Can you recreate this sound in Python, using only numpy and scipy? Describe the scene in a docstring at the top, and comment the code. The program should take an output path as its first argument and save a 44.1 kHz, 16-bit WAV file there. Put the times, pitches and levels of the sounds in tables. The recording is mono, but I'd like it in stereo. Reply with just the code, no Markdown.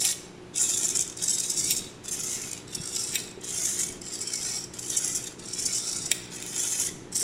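"""In a room, a hand rocks a small multirotor to and fro while a micro servo keeps its camera mount level.
Impacts of the plastic gear teeth excite the resonances of the case: they rattle under a train of drive
pulses, surge at each correction and now and then clack through their slack. The frame takes a few soft
knocks. Behind it a mains appliance hums over the low rush of the room's air."""
import sys
import numpy as np
from scipy import signal
from scipy.fft import rfft, irfft
from scipy.io import wavfile
from scipy.ndimage import map_coordinates

SR = 44100
rng = np.random.default_rng(int(sys.argv[2]) if len(sys.argv) > 2 else 0)


def persist_wave(psi):
    """Save psi, clipped to +-1, as 16-bit WAV."""
    counts = np.round(np.clip(psi, -1, 1) * 32767).astype(np.int16)
    wavfile.write(sys.argv[1], SR, np.atleast_2d(counts).T)


N = 318843
TIME = np.arange(N) / SR
HZ = np.fft.rfftfreq(4096, 1 / SR)
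DRIVE_HZ = 55.3  # rate of the motor's drive pulses


def amp(db):
    """Amplitude ratio of a level in decibels."""
    return 10 ** (np.asarray(db) / 20)


def unit(x):
    """Normalisation to rms 1."""
    return x / np.sqrt(np.mean(x ** 2) + 1e-20)


def curve(points, hz):
    """Interpolation of rows (frequency_hz, value) on a log-frequency axis."""
    f, value = np.transpose(points)
    return np.interp(np.log(hz + 1), np.log(f), value)


def peaks(rows):
    """Lorentzian peaks and dips, in dB over HZ."""
    return sum(db / (1 + (2 * (HZ - hz) / width) ** 2) for hz, width, db in rows)


def add(mix, start_s, sound):
    """Superposition of a sound on the mix."""
    part = mix[max(round(start_s * SR), 0):][:len(sound)]
    part += sound[:len(part)]


def colour(x, db):
    """Minimum-phase filter with the gain db over HZ: it rings only after it is struck."""
    log_gain = np.log(amp(np.r_[db, db[-2:0:-1]]))
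    taps = np.fft.ifft(np.exp(np.conj(signal.hilbert(log_gain)))).real
    return signal.oaconvolve(x, taps)[:len(x)]


def band(x, low_hz, high_hz):
    """Zero-phase band-pass, so that neighbouring bands join evenly; rms 1."""
    return unit(signal.sosfiltfilt(signal.butter(5, [low_hz, high_hz], "band", fs=SR, output="sos"), x))


def resonate(x, hz, width_hz):
    """Damped resonance whose centre follows the curve hz."""
    turn = np.exp(2j * np.pi * np.cumsum(hz) / SR)
    r = np.exp(-np.pi * width_hz / SR)
    return 2 * (turn * signal.lfilter([(1 - r) ** 2], [1, -2 * r, r * r], x / turn)).real


def drift(rate_hz, size):
    """Smooth random process of rms 1, changing about rate_hz times a second."""
    knots = rng.standard_normal(4096)
    coarse = np.arange(0, size + 32, 32)
    smooth = map_coordinates(knots, [coarse * rate_hz / SR], order=3, mode="wrap")
    return unit(np.interp(np.arange(size), coarse, smooth))


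def crossings(turns):
    """Impulse train: one click each time the count of turns passes a whole number."""
    return np.diff(np.floor(turns), prepend=np.floor(turns[0]))


# spectrum of the room's air: frequency_hz, relative_level_db
AIR_SPECTRUM = [(15, -4), (30, -12), (60, -3.5), (110, -0.5), (170, 3.5), (270, -2), (370, 3.5), (500, -7),
                (800, -8.5), (1300, -12.5), (2500, -17.5), (5000, -23.5), (10000, -27.5), (15000, -55)]
# its likeness at the two microphones: frequency_hz, correlation
AIR_CORRELATION = [(30, 0.86), (300, 0.63), (700, 0.33), (3000, 0.82), (12000, 0)]


def air(level_db=-45.5, swell_db=2.0, crossover_hz=450):
    """Partly coherent noise: the rush of the room, its low end gently swelling."""
    hz = np.fft.rfftfreq(N, 1 / SR)
    left, other = rfft(rng.standard_normal((2, N)))
    same = np.clip(curve(AIR_CORRELATION, hz), 0, 1)
    right = same * left + np.sqrt(1 - same ** 2) * other
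    spectra = np.array([left, right]) * amp(curve(AIR_SPECTRUM, hz))
    low = 1 / (1 + (hz / crossover_hz) ** 4)
    rumble = irfft(spectra * low, N) * amp(swell_db * drift(8.3, N))
    return amp(level_db) * unit(rumble + irfft(spectra * (1 - low), N))


# partials of the appliance's hum: harmonic_number, rms_level_db
HUM_HARMONICS = [(1, -88), (2, -58), (3, -58), (4, -61), (5, -57), (6, -55), (7, -60.5), (8, -62.5),
                 (9, -72.5), (10, -71)]


def hum(mains_hz=59.95, waver_db=-1.0, slip_rad=0.33):
    """Harmonic series: wavering partials, nearly in phase, sum to one soft buzz each mains cycle."""
    out = np.zeros(N)
    for harmonic, db in HUM_HARMONICS:
        peak = np.sqrt(2) * amp(db + waver_db * drift(3.38, N))
        out += peak * np.cos(2 * np.pi * harmonic * mains_hz * TIME + slip_rad * drift(1.887, N))
    return out


# reverberation time of the room: frequency_hz, t60_s
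ROOM_DECAY = [(300, 0.51), (2500, 1), (7000, 0.54), (12000, 0.37)]


def room(x, early_db=-10, early_s=0.011, tail_db=-11):
    """Reverberation: early scatter from nearby things, then an exponentially decaying diffuse tail."""
    t = np.arange(SR) / SR
    taps = rng.standard_normal((2, SR)) * (rng.random((2, SR)) < .1)
    # small things scatter mostly treble
    early = np.diff(taps * np.exp(-t / early_s) * (t > .0005), prepend=0)
    hz, when, spectra = signal.stft(taps * (t > .008), SR, nperseg=256)
    decay = amp(-60 * when / curve(ROOM_DECAY, hz)[:, None])
    tail = signal.istft(spectra * decay, SR, nperseg=256)[1][:, :SR]
    response = sum(amp(db) * part / np.linalg.norm(part, axis=1, keepdims=True)
                   for db, part in ((early_db, early), (tail_db, tail)))
    return signal.fftconvolve(x[None], response, axes=1)[:, :N]


def airframe(x, echo_db=-6.5, delays_s=(.000295, .003), sway_s=.00007, apart_s=.000026, count=8):
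    """Comb filtering: reflections off arms and battery shift as the craft rocks, unlike on each side."""
    echoes, samples = np.zeros((2, N)), np.arange(N)
    oversampled = signal.resample_poly(x, up=4, down=1)
    for delay in np.geomspace(*delays_s, count):
        path = delay * rng.uniform(.8, 1.2) + sway_s * drift(3.5, N)
        sign = rng.choice([-1, 1])
        side = apart_s * rng.choice([-1, 1]) * rng.uniform(.5, 1.5)
        for echo, lag in zip(echoes, (path - side, path + side)):
            echo += sign * map_coordinates(oversampled, [4 * (samples - lag * SR)], order=1)
    return (x + amp(echo_db) * echoes / np.sqrt(count)) / np.sqrt(1 + amp(2 * echo_db))


# left microphone relative to the right: frequency_hz, phase_lead_rad, level_db
PAIR_RESPONSE = [(3800, 1, 0), (6200, -0.79, -0.5), (7450, -0.027, 0.5), (8300, -0.65, -0.5),
                 (9800, -1.62, 2.5), (11600, -1.57, 0), (12400, -2.3, -5.5), (15000, -1.2, -2)]


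def microphone_pair(x, taper_hz=5000):
    """Phase and level cues of near sound at two microphones; the phase lead fades out below taper_hz."""
    rows = np.array(PAIR_RESPONSE)
    lead = curve(rows[:, :2], HZ) * np.minimum(HZ / taper_hz, 1) ** 2
    half = np.exp(.5j * lead) * amp(curve(rows[:, ::2], HZ) / 2)
    taps = np.fft.fftshift(irfft(np.array([half, 1 / half])), axes=1)
    return signal.oaconvolve(x, taps, axes=1)[:, len(HZ) - 1:][:, :N]


# soft knocks on the frame: start_s, level_db, pitch_hz, t60_s
FRAME_KNOCKS = [(2.776, -28, 257, 0.024), (2.8, -29.5, 155, 0.09), (3.3749, -30.5, 390, 0.084),
                (6.118, -35.5, 684, 0.033)]


def knocks():
    """Damped free vibration: each dull thud is one quickly decaying mode."""
    out, t = np.zeros(N), np.arange(SR // 4) / SR
    for start, db, hz, t60 in FRAME_KNOCKS:
        add(out, start, amp(db - 60 * t / t60) * np.sin(2 * np.pi * hz * t))
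    return out


# modes of the frame: pitch_hz, relative_level_db, t60_s
FRAME_MODES = [(1923, -12, 0.045), (2274, -12, 0.09), (2410, -1, 0.017), (2545, -11, 0.07),
               (2830, -14.5, 0.033), (3190, -9, 0.032), (3660, -5.5, 0.039), (3910, 4, 0.012),
               (5640, 0, .02), (7640, 6, 0.019)]


def frame_ring(t, vary_db=2, attack_s=0.00022):
    """Modal superposition: a blow rings every mode of the frame, each with its own decay."""
    ring = np.zeros(len(t))
    for hz, db, t60 in FRAME_MODES:
        envelope = amp(db + vary_db * rng.uniform(-1, 1) - 60 * t / t60)
        ring += envelope * np.sin(2 * np.pi * (hz * t + rng.random()))
    return ring * (1 - np.exp(-t / attack_s))


# spectrum of a tooth's crack: frequency_hz, relative_level_db
CRACK_SPECTRUM = [(300, -31), (1200, -30), (1900, 3), (4500, -8), (6500, 4), (10500, 9.5), (12500, -5),
                  (15000, -8)]
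# jumps of the gears through their slack: time_s, crack_db, ring_db, squeak_db, grind_db, low_cut_hz
BACKLASH_JUMPS = [(0.0515, -9, -22.5, -28, -33.5, 2180), (0.631, -17, -45, -60, -55, 3000),
                  (0.776, -18, -49, -62, -60, 3000), (0.833, -24, -44, -60, -60, 4500),
                  (0.8835, -21, -42, -60, -62, 4500), (1.7088, -12, -24.5, -18, -33, 2220),
                  (3.1558, -19, -19.5, -22, -32.5, 1610), (6.116, -2, -17.5, -46, -40, 1610),
                  (6.4246, -26, -35, -67, -55, 1500), (6.464, -24, -41, -55, -62, 1500)]


def clacks(climb_s=0.0039, crack_s=0.001, bounce_s=.0045, bounce_db=-14,
           grind_s=0.016, grind_width_hz=2300, squeak_hz=13500, squeak_s=0.001):
    """Backlash: a tooth grinds up its neighbour, snaps over and squeaks; loose parts rebound twice."""
    out, t = np.zeros(N), np.arange(-SR // 25, SR // 3) / SR
    after = np.maximum(t, 0)
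    grinding = np.exp(-abs(t) / grind_s)
    force = np.where(t < 0, amp(-20) * np.exp(-abs(t) / climb_s), np.exp(-after / crack_s))
    for when, crack_db, ring_db, squeak_db, grind_db, low_hz in BACKLASH_JUMPS:
        high_pass = signal.butter(4, low_hz, "high", fs=SR, output="sos")
        for k in range(3):
            ring = frame_ring(after)
            crack = unit(colour(rng.standard_normal(len(t)), curve(CRACK_SPECTRUM, HZ))) * force
            # on a rebound the crack loses twice as many decibels as the ring
            blow = amp(crack_db + k * bounce_db) * crack + amp(ring_db) * ring
            delay = k * bounce_s * (1 + 0.22 * rng.uniform(-1, 1))
            add(out, when + t[0] + delay, amp(k * bounce_db) * signal.sosfilt(high_pass, blow))
        grind = band(teeth(t, np.ones(len(t))), low_hz, low_hz + grind_width_hz) * grinding
        squeak = unit(resonate(rng.standard_normal(len(t)), np.full(len(t), squeak_hz), width_hz=1500))
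        squeak *= np.exp(-abs(t) / squeak_s) + amp(-15) * grinding
        add(out, when + t[0], amp(grind_db) * grind + amp(squeak_db) * squeak)
    return out


def teeth(t, speed, mesh_hz=1000, hunt=.1, play=.07, catch_db=0.62,
          shaft_hz=340.7, bind_s=.00055, bind_spread_db=4.6, free_run=.72, scrape=0.7):
    """Impact and friction: loose teeth strike unevenly, slide, and bind once a shaft turn; rms 1."""
    force_db, sliding, bite = rng.standard_normal((3, len(t)))
    pace = speed ** .2
    mesh_turns = np.cumsum(mesh_hz * pace * np.exp(hunt * drift(45, len(t)))) / SR
    mesh_turns = np.maximum.accumulate(mesh_turns + play * drift(1100, len(t)))
    impacts = crossings(mesh_turns) * amp(np.clip(force_db, -2, 2))
    contact = unit(impacts) + scrape * sliding
    # each bind swells to a clump of chatter that peaks after bind_s
    shaft_turns = np.cumsum(shaft_hz * pace * np.exp(.2 * drift(120, len(t)))) / SR
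    binds = crossings(shaft_turns) * amp(bind_spread_db * np.clip(bite, -2, 1))
    clumps = unit(signal.lfilter([1], np.poly([np.exp(-1 / (bind_s * SR))] * 2), binds))
    # the motor gets one push for each drive pulse
    throb_db = .9 * np.cos(2 * np.pi * DRIVE_HZ * t + .5 * drift(10, len(t)))
    return unit(contact * (free_run + clumps) * amp(throb_db + catch_db * drift(160.7, len(t))))


# gear case driven on the backward or the forward tooth flank: frequency_hz, gain_db
BACKWARD_FLANK = [(100, -40.5), (1500.0, -18.5), (2000.0, -21), (3000.0, -19.5), (3600.0, -14),
                  (4300.0, -11.5), (5000.0, 0), (5600.0, 5.5), (6200.0, 1.5), (7200.0, 4.5), (7700, 8),
                  (8800.0, 2), (10600.0, -12), (12200.0, -21.5), (15000, -27.5)]
FORWARD_FLANK = [(100, -42), (1500.0, -22), (2000.0, -25.5), (3000.0, -23), (3600.0, -16.5),
                 (4300.0, -20.5), (5000.0, -4), (5600.0, 5), (6200.0, 9.5), (7200.0, 8), (8800.0, 3.5),
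                 (10600.0, -4.5), (12200.0, -15), (15000, -23)]
# narrow resonances and dips of case and mount: centre_hz, width_hz, gain_db
CASE_RESONANCES = [(1030, 110, -7.5), (1594, 280, -7), (1947, 160, 5.5), (2223, 136, 7.5), (2566, 65, 4.5),
                   (3100, 160, 2), (3820, 140, -1), (4270, 220, -1), (4578, 60, 8), (5760, 300, 0.5),
                   (6150, 350, -4), (7710, 130, 3.5), (8570, 320, 4), (9670, 300, -2)]


def gear_case(x, forward, hollow_db, spacing_hz=125, shift_hz=23, peak_limit=1.6, count=11):
    """Forced vibration: the teeth ring the case, whose many small resonances come and go at random."""
    flank = FORWARD_FLANK if forward else BACKWARD_FLANK
    case_db = curve(flank, HZ) + peaks(CASE_RESONANCES) + hollow_db
    weights = np.array([np.exp(5.6 * drift(shift_hz, len(x))) for _ in range(count)])
    weights /= weights.sum(axis=0)
    depth_db = np.interp(HZ, [3500, 6000], [6, 4.5])
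    out = np.zeros(len(x))
    for weight in weights:
        knots = rng.standard_normal(len(HZ))
        ripple = unit(map_coordinates(knots, [HZ / spacing_hz], order=3, mode="wrap"))
        out += weight * colour(x, case_db + depth_db * np.minimum(ripple, peak_limit))
    return out


def nudges(share=0.41, level_db=-2, spread_db=3, length_s=0.013):
    """Random trials: some drive pulses bring a small correction; rows time_s, relative_db, length_s."""
    pulses = np.arange(0, N / SR, 1 / DRIVE_HZ)
    chosen = rng.random(len(pulses)) < share
    levels = level_db + spread_db * rng.standard_normal(len(pulses))
    return [(when, db, length_s) for when, db in zip(pulses[chosen], levels[chosen])]


def correction_power(rows):
    """Addition of powers: each correction bites quickly and lets go more gently."""
    power, t = np.zeros(N), np.arange(-SR // 20, SR // 20) / SR
    for when, db, length in rows:
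        reach = abs(2 * t / length)
        add(power, when + t[0], amp(2 * db) * .5 ** np.where(t < 0, reach ** 4, reach ** 3))
    return power


# the motor's corrections, from twitches to long pushes: peak_s, level_db, length_s
CORRECTIONS = [(.066, -26, 0.02), (.102, -30, 0.015), (.114, -36, 0.0055), (.561, -31, 0.0042),
               (.579, -30, 0.019), (.602, -24.5, 0.007), (.617, -24, 0.019), (.644, -33, 0.011),
               (.696, -22, 0.011), (.75, -26.5, 0.0074), (.812, -31, 0.0048), (.833, -25, 0.004),
               (.85, -26.5, 0.02), (.867, -32, .006), (.891, -19.5, 0.002), (.905, -27, 0.013),
               (.961, -22.5, 0.019), (.972, -19.5, 0.0027), (.993, -23, 0.0025), (1.015, -25, 0.021),
               (1.025, -23, 0.0044), (1.078, -27, 0.0023), (1.1, -28, 0.0019), (1.127, -28, 0.0023),
               (1.17, -22, 0.011), (1.188, -39, 0.0026), (1.226, -23, 0.0069), (1.241, -22.5, 0.0082),
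               (1.283, -24, 0.0067), (1.303, -25, 0.019), (1.342, -25.5, 0.024), (1.386, -25, 0.0081),
               (1.401, -25, 0.0078), (1.441, -29, .008), (1.458, -31, .014), (1.508, -29, 0.023),
               (1.54, -39, 0.012), (1.59, -25, 0.038), (1.651, -25.5, 0.026), (1.68, -26, 0.025),
               (1.705, -27.5, 0.03), (1.732, -26.5, 0.029), (1.772, -23.5, 0.017), (1.787, -29, .014),
               (2.048, -38, 0.028), (2.087, -29, 0.01), (2.121, -31, 0.016), (2.137, -30, 0.027),
               (2.2, -37, 0.014), (2.27, -35, 0.0087), (2.312, -36, 0.011), (2.35, -35, 0.01),
               (2.516, -29, 0.0017), (2.532, -24.5, 0.0026), (2.579, -39, 0.0052), (2.679, -42, 0.009),
               (2.735, -32.5, 0.012), (2.754, -26.5, 0.011), (2.818, -37, 0.017), (2.859, -32, 0.005),
               (2.877, -28, 0.0033), (2.952, -29, .006), (2.966, -28, 0.0098), (3.005, -31.5, 0.033),
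               (3.146, -32, .012), (3.19, -36, 0.011), (3.205, -34, 0.0087), (3.314, -37, 0.0049),
               (3.412, -29.5, .008), (3.446, -35, 0.014), (3.492, -34, 0.029), (3.6, -31, 0.0056),
               (3.624, -30, 0.0044), (3.656, -28, .012), (3.698, -31, .003), (3.715, -26, 0.0026),
               (3.8, -26, 0.017), (3.837, -24, .009), (3.927, -30.5, 0.0022), (4.017, -26.5, .007),
               (4.06, -37, 0.042), (4.09, -42, 0.034), (4.141, -33, 0.042), (4.19, -33.5, 0.012),
               (4.218, -30, 0.022), (4.277, -32.5, 0.0071), (4.339, -27.5, 0.006), (4.359, -28.5, 0.0083),
               (4.643, -33, 0.007), (4.742, -39.5, .012), (4.792, -35, 0.011), (4.903, -31, 0.0087),
               (4.977, -23.5, 0.019), (5.046, -33, 0.017), (5.079, -28, 0.0055), (5.152, -27, 0.007),
               (5.167, -28.5, 0.025), (5.243, -34, 0.007), (5.274, -31, 0.011), (5.326, -34, .002),
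               (5.395, -37.5, 0.015), (5.44, -51, 0.017), (5.489, -35, 0.0065), (5.536, -31, .007),
               (5.596, -29, 0.014), (5.629, -29, .0076), (5.661, -23, 0.013), (5.753, -27.5, 0.016),
               (5.78, -31, 0.014), (5.827, -43, 0.0084), (5.89, -33, 0.011), (5.917, -33, 0.008),
               (5.965, -29, 0.011), (6.029, -37, .012), (6.061, -31, 0.011), (6.32, -43, 0.02),
               (6.354, -38, 0.031), (6.807, -27.5, 0.027), (6.869, -29, 0.017), (7.126, -31.5, 0.017),
               (7.161, -23.5, 0.017), (7.202, -27.5, 0.014)]
# swings of the mount, backward and forward in turn; servo() offsets the three relative levels:
# start_s, end_s, gear_db, run_up_s, slow_down_s, rattle_db, bright_db,
# whine_hz, hollow_ring_hz, hollow_gain_db
MOUNT_SWINGS = [ (-0.02, 0.135, -24.5, 0.023, 0.019, -13.5, -4.5, 6070, 3500, 6),
                (0.522, 1.125, -26.5, 0.085, 0.42, -15.5, -8, 6950, 3720, 5),
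                (1.16, 1.92, -32, 0.057, 0.42, -12.5, -8.5, 6520, 3770, 7.5),
                (2.026, 2.62, -33, 0.17, 0.23, -12.5, -5, 6150, 3550, 2),
                (2.66, 3.32, -30.5, 0.38, 0.28, -15, -8, 5700, 3200, -3),
                (3.402, 3.965, -28.5, 0.18, 0.23, -15, -6, 6600, 1940, 2.5),
                (4.003, 4.655, -29.5, 0.46, 0.098, -15.3, -9.5, 5750, 5530, 4),
                (4.715, 5.33, -31, 0.21, 0.25, -13, -5, 6140, 1930, 4),
                (5.375, 6.29, -29.5, 0.28, 0.51, -15.5, -10, 5760, 5550, 3),
                (6.285, 6.91, -28.5, 0.35, 0.06, -13.5, -4.5, 6200, 1940, 4.5),
                (7.108, 7.3, -28.5, 0.073, .02, -17.5, -5, 5740, 5500, 0.5), ]


def servo(start_speed=0.115, stop_speed=0.081, take_hold_s=.022, coast_s=.045,
          low_hz=4400, high_hz=9500, whine_db=-8, whine_wander=.018):
    """Gear-mesh excitation: the fast gears ring the case, the slower output gear shakes the frame."""
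    out = np.zeros(N)
    surge_power, nudge_power = correction_power(CORRECTIONS), correction_power(nudges())
    for k, swing in enumerate(MOUNT_SWINGS):
        start, end, gear_db, rise, fall, rattle_db, bright_db, whine_hz, hollow_hz, lift_db = swing
        forward = k % 2
        during = (TIME >= start) & (TIME <= end + coast_s)
        t = TIME[during]
        # speed is a share of full speed; the motor gathers it slowly at first
        run_up = start_speed + (1 - start_speed) * np.minimum((t - start) / rise, 1) ** 1.5
        speed = np.minimum(run_up, np.interp(t, [end - fall, end], [1, stop_speed]))
        hollow_db = peaks([(hollow_hz, 0.099 * hollow_hz, lift_db)])
        fast = gear_case(teeth(t, speed), forward, hollow_db)
        output_teeth = teeth(t, speed, mesh_hz=400, hunt=.12, play=.1, catch_db=-0.03)
        slow = gear_case(output_teeth, forward, hollow_db)
        # the whine's pitch wanders slightly at random
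        whine = resonate(teeth(t, speed), whine_hz * (1 + whine_wander * drift(14, len(t))), width_hz=750)
        treble = amp(bright_db - 1) * speed ** 0.16 * band(fast, high_hz, 15760)
        gears = band(fast, low_hz, high_hz) + np.sqrt(speed) * amp(whine_db) * unit(whine) + treble
        # at low speed the motor stalls between drive pulses; the load wavers with the hand
        stutter_db = 2 * (1 - speed) * np.cos(2 * np.pi * DRIVE_HZ * t)
        load_db = -0.72 * drift(18, len(t))
        steady = speed * amp(gear_db - 3.5 + stutter_db + load_db)
        push = np.sqrt(steady ** 2 * (1 + nudge_power[during]) + surge_power[during])
        # the heavy frame follows the surges only in part
        follow = (push / (speed * amp(gear_db))) ** 0.27
        shake = amp(gear_db + rattle_db + 2) * speed ** 0.35 * follow
        running = np.interp(t, [start, start + take_hold_s, end, end + coast_s], [0, 1, 1, 0]) ** 2
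        out[during] += running * (push * gears + shake * band(slow, 484, low_hz))
    return out


def scene():
    """Direct and reverberant fields: the mount close to the microphones, over the hum and the air."""
    whirr, hits = servo(), clacks() + knocks()
    return microphone_pair(airframe(whirr) + hits) + room(whirr + hits) + hum() + air()


# a narrow peak and two dips in the microphones' response: centre_hz, width_hz, gain_db
MICROPHONE_PEAKS = [(7500, 390, 2), (7964, 88, -8.5), (8220, 200, -15)]


def record(dry):
    """Linear filtering: the microphones' frequency response, then a steep band limit."""
    heard = np.array([colour(channel, peaks(MICROPHONE_PEAKS)) for channel in dry])
    low_pass = signal.firwin(511, cutoff=15900, window=("kaiser", 9), fs=SR)
    return signal.oaconvolve(heard, low_pass[None], "same", axes=1)


dry = scene()
out = record(dry)
persist_wave(out)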